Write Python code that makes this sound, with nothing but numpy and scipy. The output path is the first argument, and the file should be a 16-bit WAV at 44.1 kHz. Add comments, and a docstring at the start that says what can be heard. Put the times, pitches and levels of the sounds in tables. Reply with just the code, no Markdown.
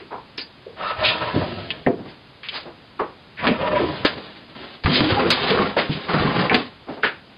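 """A plastic chair scrapes over a gritty floor, then tips over, and the sitter thumps down.
Body and chair slide and knock about before they settle. Scrapes are tiny jerks of sticking and slipping;
knocks set the chair ringing. It is night in a concrete entrance, whose walls smear each contact.
We listen through a security camera, which cuts the high treble and distorts the hardest knocks."""
import sys
import numpy as np
from scipy import signal
from scipy.fft import rfft, irfft, next_fast_len
from scipy.io import wavfile
from scipy.ndimage import map_coordinates

SR = 44100
rng = np.random.default_rng(int(sys.argv[2]) if len(sys.argv) > 2 else 0)


def pcm_store(signal):
    """Save signal as 16-bit PCM."""
    levels = np.round(np.clip(np.atleast_2d(signal), -1, 1) * 32767)
    wavfile.write(sys.argv[1], SR, levels.astype(np.int16).T)


N = 325105

# the notes at which the scraped chair shell rings: (pitch [Hz], width [Hz], level [dB])
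SHELL_NOTES = [(617, 49, 6), (980.4, 23, 8), (1230, 27, -1), (1301, 17, 3), (1770, 38, -1), (2274, 13, -8),
               (2474, 22, -5), (2684, 20, -2), (3230, 5.4, -3.5), (3216, 10, -6), (3300, 7.7, -6),
               (3540, 16, -8), (3570, 18, -10), (3758, 14, -10.5), (4310, 12, -15.5), (4500, 16, -14),
               (4900, 7.5, -11.5)]
# the tone of plastic rubbing on the floor: (frequency [Hz], level [dB])
RUB_TONE = [(200, -17), (500, 0.5), (750, 1), (1100, 3), (1500, -1), (2000, -4.5), (3000, -7.5),
            (5000, -44)]
# the tone of grinding sand: (frequency [Hz], level [dB])
GRIT_TONE = [(800, -20.5), (1600, -1.5), (2300, -2.5), (3200, 1.5), (4200, -1.5), (5200, -8.5)]
BASS_T60_S = 0.27  # the entrance holds the bass; a "t60" is the time a sound takes to fade by 60 dB


def amp(db):
    """Turn decibels into a gain."""
    return 10 ** (np.asarray(db) / 20)


def unit(x):
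    """Scale x to an average (rms) level of 1."""
    return x / np.sqrt(np.mean(x ** 2) + 1e-20)


def filtered(x, response):
    """Filter x; response(f) says how much of each frequency gets through."""
    size = next_fast_len(len(x) + 8192)
    return irfft(rfft(x, size) * response(np.fft.rfftfreq(size, 1 / SR)), size)[:len(x)]


def coloured(x, tone):
    """Give x a tone drawn as (frequency [Hz], level [dB]) points, at level 1."""
    hz, db = np.transpose(tone)
    return unit(filtered(x, lambda f: amp(np.interp(np.log(f + 1), np.log(hz), db))))


def resonance(f, centre, width):
    """A filter that rings at one note; the narrower it is, the longer it rings."""
    return 1j * f * width / (centre ** 2 - f ** 2 + 1j * f * width)


def plastic(notes):
    """A filter that rings at many notes, as hollow plastic does."""
    return lambda f: sum(amp(db) * resonance(f, hz, width) for hz, width, db in notes)


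def camera_band(f, top_hz=5040):
    """The camera's filter: it keeps the range of speech and cuts steeply above it."""
    return 1 / np.sqrt(1 + (f / top_hz) ** 220)


def add(out, start_s, x):
    """Mix x into out at the given time."""
    start = max(round(start_s * SR), 0)
    out[start:start + len(x)] += x[:N - start]


def wobble(size, rate):
    """A smooth curve through `rate` random points a second."""
    return map_coordinates(rng.standard_normal(400), [np.arange(size) * rate / SR])


def ringing(envelope, response):
    """Many overlapping notes and echoes: filtered noise whose level follows the envelope."""
    noise = filtered(rng.standard_normal(len(envelope)) * envelope, response)
    return unit(noise) * np.sqrt(np.mean(envelope ** 2))


def slips(size, rate, spread_db):
    """Sticking and slipping: about `rate` tiny jerks a second, at random moments and of uneven size."""
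    happens = rng.random(size) < rate / SR
    strength = amp(spread_db * np.clip(rng.standard_normal(size), -2, 2))
    direction = rng.choice([-1, 1], size)
    return unit(happens * direction * strength)


def entrance(x, echo_db=2.0, t60=0.12, spots=4):
    """Close concrete walls add a tail of echoes that changes as the chair moves from spot to spot."""
    t = np.arange(SR // 7) / SR
    tails = rng.standard_normal((spots, len(t))) * amp(-60 * t / t60) * (t > .003)
    tails /= np.linalg.norm(tails, axis=1, keepdims=True)
    place = np.linspace(0, spots - 1, len(x))
    nearness = np.sqrt(np.maximum(1 - np.abs(place - np.arange(spots)[:, None]), 0))
    echoes = signal.fftconvolve(x * nearness, tails, axes=1).sum(0)[:len(x)]
    return unit(x + amp(echo_db) * echoes)


def friction(size, rate, spread_db):
    """A run of slips as it sounds between the walls."""
    return entrance(slips(size, rate, spread_db))


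def stroke(length, fade_db, rise, t60):
    """A gate that opens, holds and closes, and an effort that fades (or grows, if fade_db is negative)."""
    t = np.arange(round((length + .25) * SR)) / SR
    gate = np.minimum(t / rise, 1) * amp(-60 * np.maximum(t - length, 0) / t60)
    effort = amp(-fade_db * np.minimum(t, length))
    return gate, effort


def noise_swells(table, t60, body=camera_band):
    """Bursts of noise that swell and die away, as a soft contact does when weight comes on it."""
    out, t = np.zeros(N), np.arange(SR * 2 // 3) / SR
    for start, db, hz, q, rise in table:
        envelope = np.minimum(t / rise, 1) * amp(-60 * np.maximum(t - rise, 0) / t60)
        add(out, start, amp(db) * ringing(envelope, lambda f: resonance(f, hz, hz / q) ** 2 * body(f)))
    return out


def night(level_db=-45.5):
    """Still night air and microphone hiss."""
    # the tone of the steady noise: (frequency [Hz], level [dB])
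    air_tone = [(20, -16.5), (35, -13), (60, 0), (130, 5.5), (225, 2.5), (262, 3.5), (300, 0.5),
                (500, -2.5), (1000, -5), (2000, -8.5), (3500, -8), (5200, -13)]
    return amp(level_db) * coloured(rng.standard_normal(N), air_tone)


def scuffs_and_smear():
    """Brief brushes over the floor; the swell at 7.022 s is the camera smearing the last knock early."""
    # each swell of noise: (time [s], level [dB], pitch [Hz], sharpness [Q], rise [s])
    swells = [(0.0, -42, 1360, 0.54, 0.00083), (0.104, -28.5, 935, 2.4, 0.025),
              (0.79, -26, 1250, 6.9, 0.08), (0.84, -35.5, 3810, 1.9, 0.049),
              (1.017, -21.5, 760, 0.65, 0.015), (1.028, -18, 3070, 1.4, 0.032),
              (1.07, -20, 3000, 1.7, 0.018), (2.03, -43.5, 1790, 0.35, 0.074),
              (2.505, -27.5, 2570, 0.097, .06), (2.99, -20.5, 1050, 1.83, 0.0086),
              (3.366, -29, 1950, 1.64, 0.033), (3.425, -22.5, 750, 0.76, 0.026),
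              (3.462, -22.5, 2300, 1.6, 0.013), (3.74, -28, 1800, 1.7, 0.019),
              (4.91, -16.5, 3360, 0.63, 0.049), (5.1, -25, 1210, 1.6, 0.007),
              (5.49, -24.5, 3000, 2.2, 0.011), (5.764, -18.5, 1930, 0.68, 0.026),
              (5.9, -28.5, 2970, 1, 0.028), (6.078, -23, 1120, 1.4, 0.014), (6.378, -27, 2400, 0.54, 0.025),
              (6.87, -44, 950, 0.17, 0.075), (7.022, -22.5, 2400, 1.37, 0.03)]
    return noise_swells(swells, t60=0.24)


def skids():
    """A leg breaks free and skids, ringing the high notes of the shell."""
    # each skid: (time [s], level [dB], pitch [Hz], sharpness [Q], rise [s])
    leg_skids = [(1.03, -18.5, 3500, 0.86, 0.02), (1.07, -20.5, 3580, 0.81, 0.017),
                 (4.915, -23, 3800, 0.98, .04)]
    return noise_swells(leg_skids, t60=0.25, body=plastic(SHELL_NOTES))


def groans(roughness=0.55, flutter_rate=85):
    """A gripping leg chatters on one note; each new grip takes another, as the load on it changes."""
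    # each grip: (time [s], length [s], level [dB], first pitch [Hz], last pitch [Hz])
    grips = [(0.80, 0.11, -32, 1298, 1301), (1.011, 0.04, -23.5, 622, 616), (3.586, 0.19, -30, 969, 991),
             (3.588, 0.056, -27, 532.6, 551), (3.631, 0.11, -25, 614, 607), (3.742, 0.035, -23, 593, 584),
             (3.792, 0.099, -30, 366, 312), (4.892, 0.09, -25, 233, 259), (5.008, 0.069, -22.5, 299, 304),
             (5.097, 0.039, -20.5, 385, 408), (5.15, 0.029, -21.5, 826, 808), (5.188, 0.028, -19, 410, 409),
             (5.226, 0.02, -20, 463, 466), (6.51, 0.043, -22.5, 762, 732)]
    out = np.zeros(N)
    for start, length, db, *glide_hz in grips:
        gate, _ = stroke(length, fade_db=0, rise=0.015, t60=0.15)
        t = np.arange(len(gate)) / SR
        swell, waver = wobble(len(t), flutter_rate), wobble(len(t), flutter_rate)
        phase = 2 * np.pi * np.cumsum(np.interp(t, [0, length], glide_hz)) / SR
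        note = (1 + roughness * swell) * np.sin(phase) + roughness * waver * np.cos(phase)
        add(out, start, amp(db) * gate * unit(note))
    return out


def pushes(judder_db=-2, shell_db=-6.5, rub_db=-6, catch_db=2.0, floor_share=0.37):
    """The loaded legs judder, grind over sand and set the shell ringing in fits and starts."""
    # each push: (time [s], length [s], level [dB], fade [dB/s], extra judder [dB], grit [dB])
    shoves = [(0.757, .14, -26, -17, -15, -20), (0.949, 0.34, -24, 0, -9.5, -10.5),
              (1.299, 0.44, -28.5, 33.5, -1.5, -5.5), (3.377, 0.086, -30.5, -120, -2.5, -29.5),
              (3.565, 0.22, -21.5, 10.5, -5, -27), (3.744, 0.27, -29, 13.5, 0, -5.5)]
    # the tone of the shaking legs: (frequency [Hz], level [dB])
    judder_tone = [(20, -24), (45, -17.5), (85, 4), (160, 2), (300, -3), (450, -4.5), (700, -6),
                   (1500, -44)]
    out = np.zeros(N)
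    for start, length, db, fade_db, load_db, grit_db in shoves:
        gate, effort = stroke(length, fade_db, rise=0.048, t60=0.65)
        legs = friction(len(gate), rate=700, spread_db=4.5)
        shell = unit(filtered(legs, plastic(SHELL_NOTES)))
        rub = coloured(friction(len(gate), rate=1300, spread_db=0.5), RUB_TONE)
        sand = coloured(friction(len(gate), rate=2000, spread_db=0.0), GRIT_TONE)
        floor = amp(judder_db + load_db) * coloured(legs, judder_tone) + amp(grit_db) * sand
        catching = unit(amp(catch_db * wobble(len(gate), rate=44.2)))
        ring = catching * (amp(shell_db) * shell + amp(rub_db) * rub)
        # the ring follows the effort fully, the floor noise only partly
        add(out, start, amp(db) * gate * (effort * ring + effort ** floor_share * floor))
    return out


def slides(rub_db=-0.47, sand_db=-6.0, ring_db=-3.5, catch_db=1.4):
    """Pressed under the body, the chair rumbles and rings lower: a coarse rub that catches and lets go."""
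    # each slide: (time [s], length [s], level [dB], fade [dB/s], judder [dB], extra grit [dB])
    drags = [(4.099, 0.65, -41.5, 31, -0.5, 10), (4.548, 0.096, -45, -39, 2.5, 10.5),
             (4.683, 0.068, -49.5, 4, -3, 13.5), (4.87, 0.26, -31, -10.5, 3, 10),
             (5.099, 0.19, -25, -0.5, 2, 0), (5.312, 0.19, -29, -19, -5, 9),
             (5.486, 0.19, -23, 12, -0.5, 0), (5.802, 0.32, -38.5, 0, -1, 9),
             (6.085, 0.37, -25, 0, -1, 0.5), (6.524, 0.073, -25.5, 71, -0.5, 7.5)]
    # the tone of the juddering weight: (frequency [Hz], level [dB])
    judder_tone = [(20, -40.5), (45, -17), (85, -4), (160, 2.5), (260, 4), (400, 1.5), (520, -3),
                   (700, -6.5), (1500, -44.5)]
    # the notes of the chair on its side under the body: (pitch [Hz], width [Hz], level [dB])
    pinned_notes = [(258, 24, 1.5), (415.6, 22, 3), (497, 28, 3), (618, 30, -2.5), (728, 22, -4),
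                    (812, 22, -2.5), (1045, 33, -2.5), (1323, 22, -3.5), (1840, 30, -6), (2090, 19, -10),
                    (3860, 40, -12), (4080, 10, -13.5), (4630, 40, -12.5), (4770, 34, -16)]
    out = np.zeros(N)
    for start, length, db, fade_db, load_db, grit_db in drags:
        gate, effort = stroke(length, fade_db, rise=0.0059, t60=0.35)
        judder = amp(load_db) * coloured(friction(len(gate), rate=500, spread_db=1.0), judder_tone)
        rub = amp(rub_db) * coloured(friction(len(gate), rate=400, spread_db=2.5), RUB_TONE)
        jerks = slips(len(gate), rate=700, spread_db=0.5)
        shell = amp(ring_db) * unit(filtered(jerks, plastic(pinned_notes)))
        sand = amp(sand_db + grit_db) * coloured(friction(len(gate), rate=1000, spread_db=4), GRIT_TONE)
        catching = unit(amp(catch_db * wobble(len(gate), rate=60.2)))
        add(out, start, amp(db) * gate * effort * catching * (judder + rub + shell + sand))
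    return out


def thumps():
    """Feet, limbs and trunk land with soft, dull blows."""
    # each blow: (time [s], level [dB], pitch [Hz], sharpness [Q], rise [s])
    soft_blows = [(0.0, -39, 382, 3.4, 0.005), (0.11, -32, 400, 0.79, 0.018),
                  (0.379, -37, 326, 0.64, 0.0039), (0.661, -33, 444, 2.6, 0.0023),
                  (1.335, -16, 215, 0.84, 0.017), (1.345, -22, 98, 2.2, 0.018),
                  (1.408, -24, 530, 1.15, 0.0065), (1.866, -15, 215, 0.94, 0.0023),
                  (1.878, -23, 420, 3, 0.0067), (1.97, -31, 220, 0.52, 0.025),
                  (2.05, -34, 225, 0.41, 0.011), (2.635, -34.5, 387, 0.56, 0.041),
                  (2.99, -22, 367, 1.1, 0.013), (3.45, -16.5, 250, 1.8, 0.034),
                  (3.482, -20.5, 492, 2.1, 0.004), (3.785, -17.5, 337, 1.46, 0.031),
                  (4.167, -32, 320, 0.47, 0.0024), (4.872, -19.5, 168, 2.1, 0.0073),
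                  (5.002, -20, 240, 0.53, 0.0057), (5.105, -21, 94, 2.2, 0.0071),
                  (5.497, -16.5, 476, 5.7, 0.018), (5.60, -23.5, 258, 1.7, 0.011),
                  (5.763, -15.5, 405, 0.55, 0.0054), (5.885, -25.5, 218, 1.1, 0.014),
                  (6.145, -20.5, 196, 1.2, 0.025), (6.24, -19, 174, 1.4, 0.014),
                  (6.355, -21, 149.4, 3.3, 0.019), (6.503, -17, 286, 0.52, 0.011),
                  (6.865, -27, 335, 0.55, 0.034), (6.965, -34, 377, 0.53, 0.013),
                  (7.036, -22.5, 436, 0.38, 0.0052)]
    return noise_swells(soft_blows, BASS_T60_S)


def thuds(rise_cycles=0.082, echo_db=-17.5):
    """Seat and body hit the floor: a few low notes die fast, and the walls answer faintly."""
    # each blow: (time [s], level [dB], lowest pitch [Hz], t60 [s])
    firm_blows = [(1.865, -12.5, 272, 0.091), (1.877, -15, 377, 0.2), (3.015, -19, 337, 0.084),
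                  (3.512, -15, 214, .12), (4.05, -7.5, 296, 0.048), (4.848, -9, 84, 0.089),
                  (4.874, -12.5, 152.5, 0.079), (5.008, -14.5, 128.5, 0.13), (5.118, -19.5, 112, 0.1),
                  (5.238, -20.5, 348, 0.07), (5.516, -23, 410, 0.044), (5.595, -15, 202, 0.092),
                  (5.895, -13.5, 147, 0.12), (5.952, -23, 155, 0.13), (6.141, -13.5, 167, 0.11),
                  (6.201, -22, 90.7, 0.2), (6.241, -13.5, 151, .1), (6.284, -16, 151, 0.06),
                  (6.545, -17, 245.7, 0.22)]
    # the notes of one blow: (pitch [times the lowest], level [dB])
    notes = [(1, 1), (1.35, -5), (1.82, -3.5)]
    out, t = np.zeros(N), np.arange(SR // 2) / SR
    for start, db, hz, t60 in firm_blows:
        onset = 1 - np.exp(-t * hz / rise_cycles)  # heavier, lower blows come on more slowly
        swing = sum((-1) ** k * amp(note_db) * np.sin(2 * np.pi * ratio * hz * t)
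                    for k, (ratio, note_db) in enumerate(notes))
        echo_level = onset * amp(echo_db - 60 * t / BASS_T60_S)
        echo = ringing(echo_level, lambda f: resonance(f, 2 * hz, 2 * hz) ** 2)
        add(out, start, amp(db) * (onset * amp(-60 * t / t60) * swing + echo))
    return out


def knocks(snap_db=9):
    """The chair hits hard: a snap, the clatter of shell and walls, and the ring of its frame."""
    # each hit: (time [s], level [dB], pitch [Hz], sharpness [Q], t60 [s], frame over clatter [dB])
    hits = [(0.379, -24.5, 4700, 0.4, 0.17, -13), (0.413, -31.5, 4740, 8, 0.14, -6),
            (1.704, -18, 2770, 2.1, 0.047, -15.5), (1.711, -22.5, 3070, 2.9, 0.054, -16),
            (1.863, -22.5, 1830, 6.1, 0.06, -24), (1.868, -24.5, 2000, 2.5, 0.04, -24),
            (1.871, -17, 615, 2.6, 0.054, -17), (2.432, -32.5, 2260, 1.16, 0.3, -12),
            (2.462, -36, 3000, 0.9, 0.066, -16), (2.486, -22, 2820, 1.6, 0.1, -19.5),
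            (2.558, -29, 3000, 0.9, 0.07, -12), (3.469, -14.5, 1610, 0.71, 0.1, -15),
            (4.048, -16.5, 1540, 1.8, 0.18, 0), (4.05, -16, 3380, 1.06, 0.2, -3),
            (4.837, -27, 2000, 0.1, 0.2, -2), (4.859, -14, 1160, 0.7, 0.096, -10.5),
            (5.005, -14.5, 1200, 0.47, 0.048, -11), (5.103, -30, 1900, 0.62, 0.064, -3.5),
            (5.303, -10.5, 3700, 0.32, 0.19, -22), (5.504, -20, 3250, 0.89, 0.068, -8),
            (5.574, -21.5, 1370, 3, 0.086, -3), (5.589, -20.5, 1200, 2.7, 0.071, -12.5),
            (5.767, -22, 544, 3.2, 0.2, -4), (6.142, -23.5, 1300, 1.9, 0.43, -5),
            (6.274, -24.5, 1060, 6.3, 0.06, -9), (6.391, -25.5, 1400, 1.2, 0.14, 4),
            (6.496, -16, 2230, 2.8, 0.073, -3), (6.515, -22.5, 1560, 2, 0.11, 4),
            (6.533, -22, 2300, 2.2, 0.08, -12), (6.544, -9, 2350, 0.81, 0.065, -11),
            (6.886, -48, 806, 1.3, 0.076, -9), (7.033, -14.5, 1560, 3, 0.24, -4.5)]
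    # the notes of the struck frame: (pitch [Hz], level [dB], t60 [s])
    frame_notes = [(434, 9.5, 0.14), (732, -1, 0.076), (916, -2.5, 0.15), (1058, -0.5, .18),
                   (1510, -6, 0.14), (1590, -4.5, 0.12), (1756, 2.5, .15), (2170, -8.5, 0.053),
                   (2330, 1.5, 0.14), (2640, -5, 0.11), (3000, -4.5, 0.087)]
    note_hz, note_db, note_t60 = np.transpose(frame_notes)[:, :, None]
    out, t = np.zeros(N), np.arange(SR // 2) / SR
    click = 1. * (t == t[40])
    onset = 1 - np.exp(-t / 0.0021)
    for start, db, hz, q, t60, ring_db in hits:
        body = lambda f: resonance(f, hz, hz / q) ** 2 * camera_band(f)
        snap = filtered(click, body)
        snap /= np.abs(snap).max()
        clatter = ringing(amp(-60 * t / t60) * onset, body)
        closeness = np.abs(resonance(note_hz, hz, 2 * hz))  # favours notes near the hit's pitch
        gains = amp(note_db + rng.normal(0, 2, note_hz.shape)) * closeness
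        waves = np.sin(2 * np.pi * (note_hz * t + rng.random(note_hz.shape)))
        notes = gains * amp(-60 * t / note_t60) * waves
        frame = onset * notes.sum(0) / np.sqrt(np.sum(gains ** 2) / 2)
        add(out, start, amp(db) * (clatter + amp(ring_db) * frame + amp(snap_db) * snap))
    return out


def crunch(hz=5120, top_hz=12500, t60=0.065):
    """Some of the hard knocks carry a short, rough fizz in the treble."""
    # each fizz: (time [s], level [dB], sharpness [Q])
    bursts = [(0.375, -32, 24), (3.467, -60, 1), (4.05, -41, 2.1), (5.303, -27.5, 0.77), (6.496, -56, 5),
              (6.544, -42.5, 1.7), (7.033, -58, 2.3)]
    out, t = np.zeros(N), np.arange(SR // 4) / SR
    for start, db, q in bursts:
        fizz = lambda f: resonance(f, hz, hz / q) ** 2 / np.sqrt(1 + (f / top_hz) ** 10)
        add(out, start, ringing(amp(db - 60 * t / t60), fizz))
    return out


def scene():
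    """Contacts, scrapes and night air meet at one microphone."""
    contacts = knocks() + thuds() + thumps() + scuffs_and_smear()
    scrapes = pushes() + slides() + groans() + skids()
    return (scrapes + contacts + night())[None]


def record(dry, peak_limit=0.78, hiss_db=-76, top_hz=15700):
    """The camera flattens the peaks and cuts the treble; above its band there is only fizz and hiss."""
    narrow = filtered(np.clip(dry[0], -peak_limit, peak_limit), camera_band)
    hiss_tone = [(6000, -8), (8500, -9.5), (11500, -10), (13500, -25.5)]  # (frequency [Hz], level [dB])
    hiss = amp(hiss_db) * coloured(rng.standard_normal(N), hiss_tone)
    return filtered(narrow + crunch() + hiss, lambda f: f < top_hz)[None]


dry = scene()
out = record(dry)
pcm_store(out)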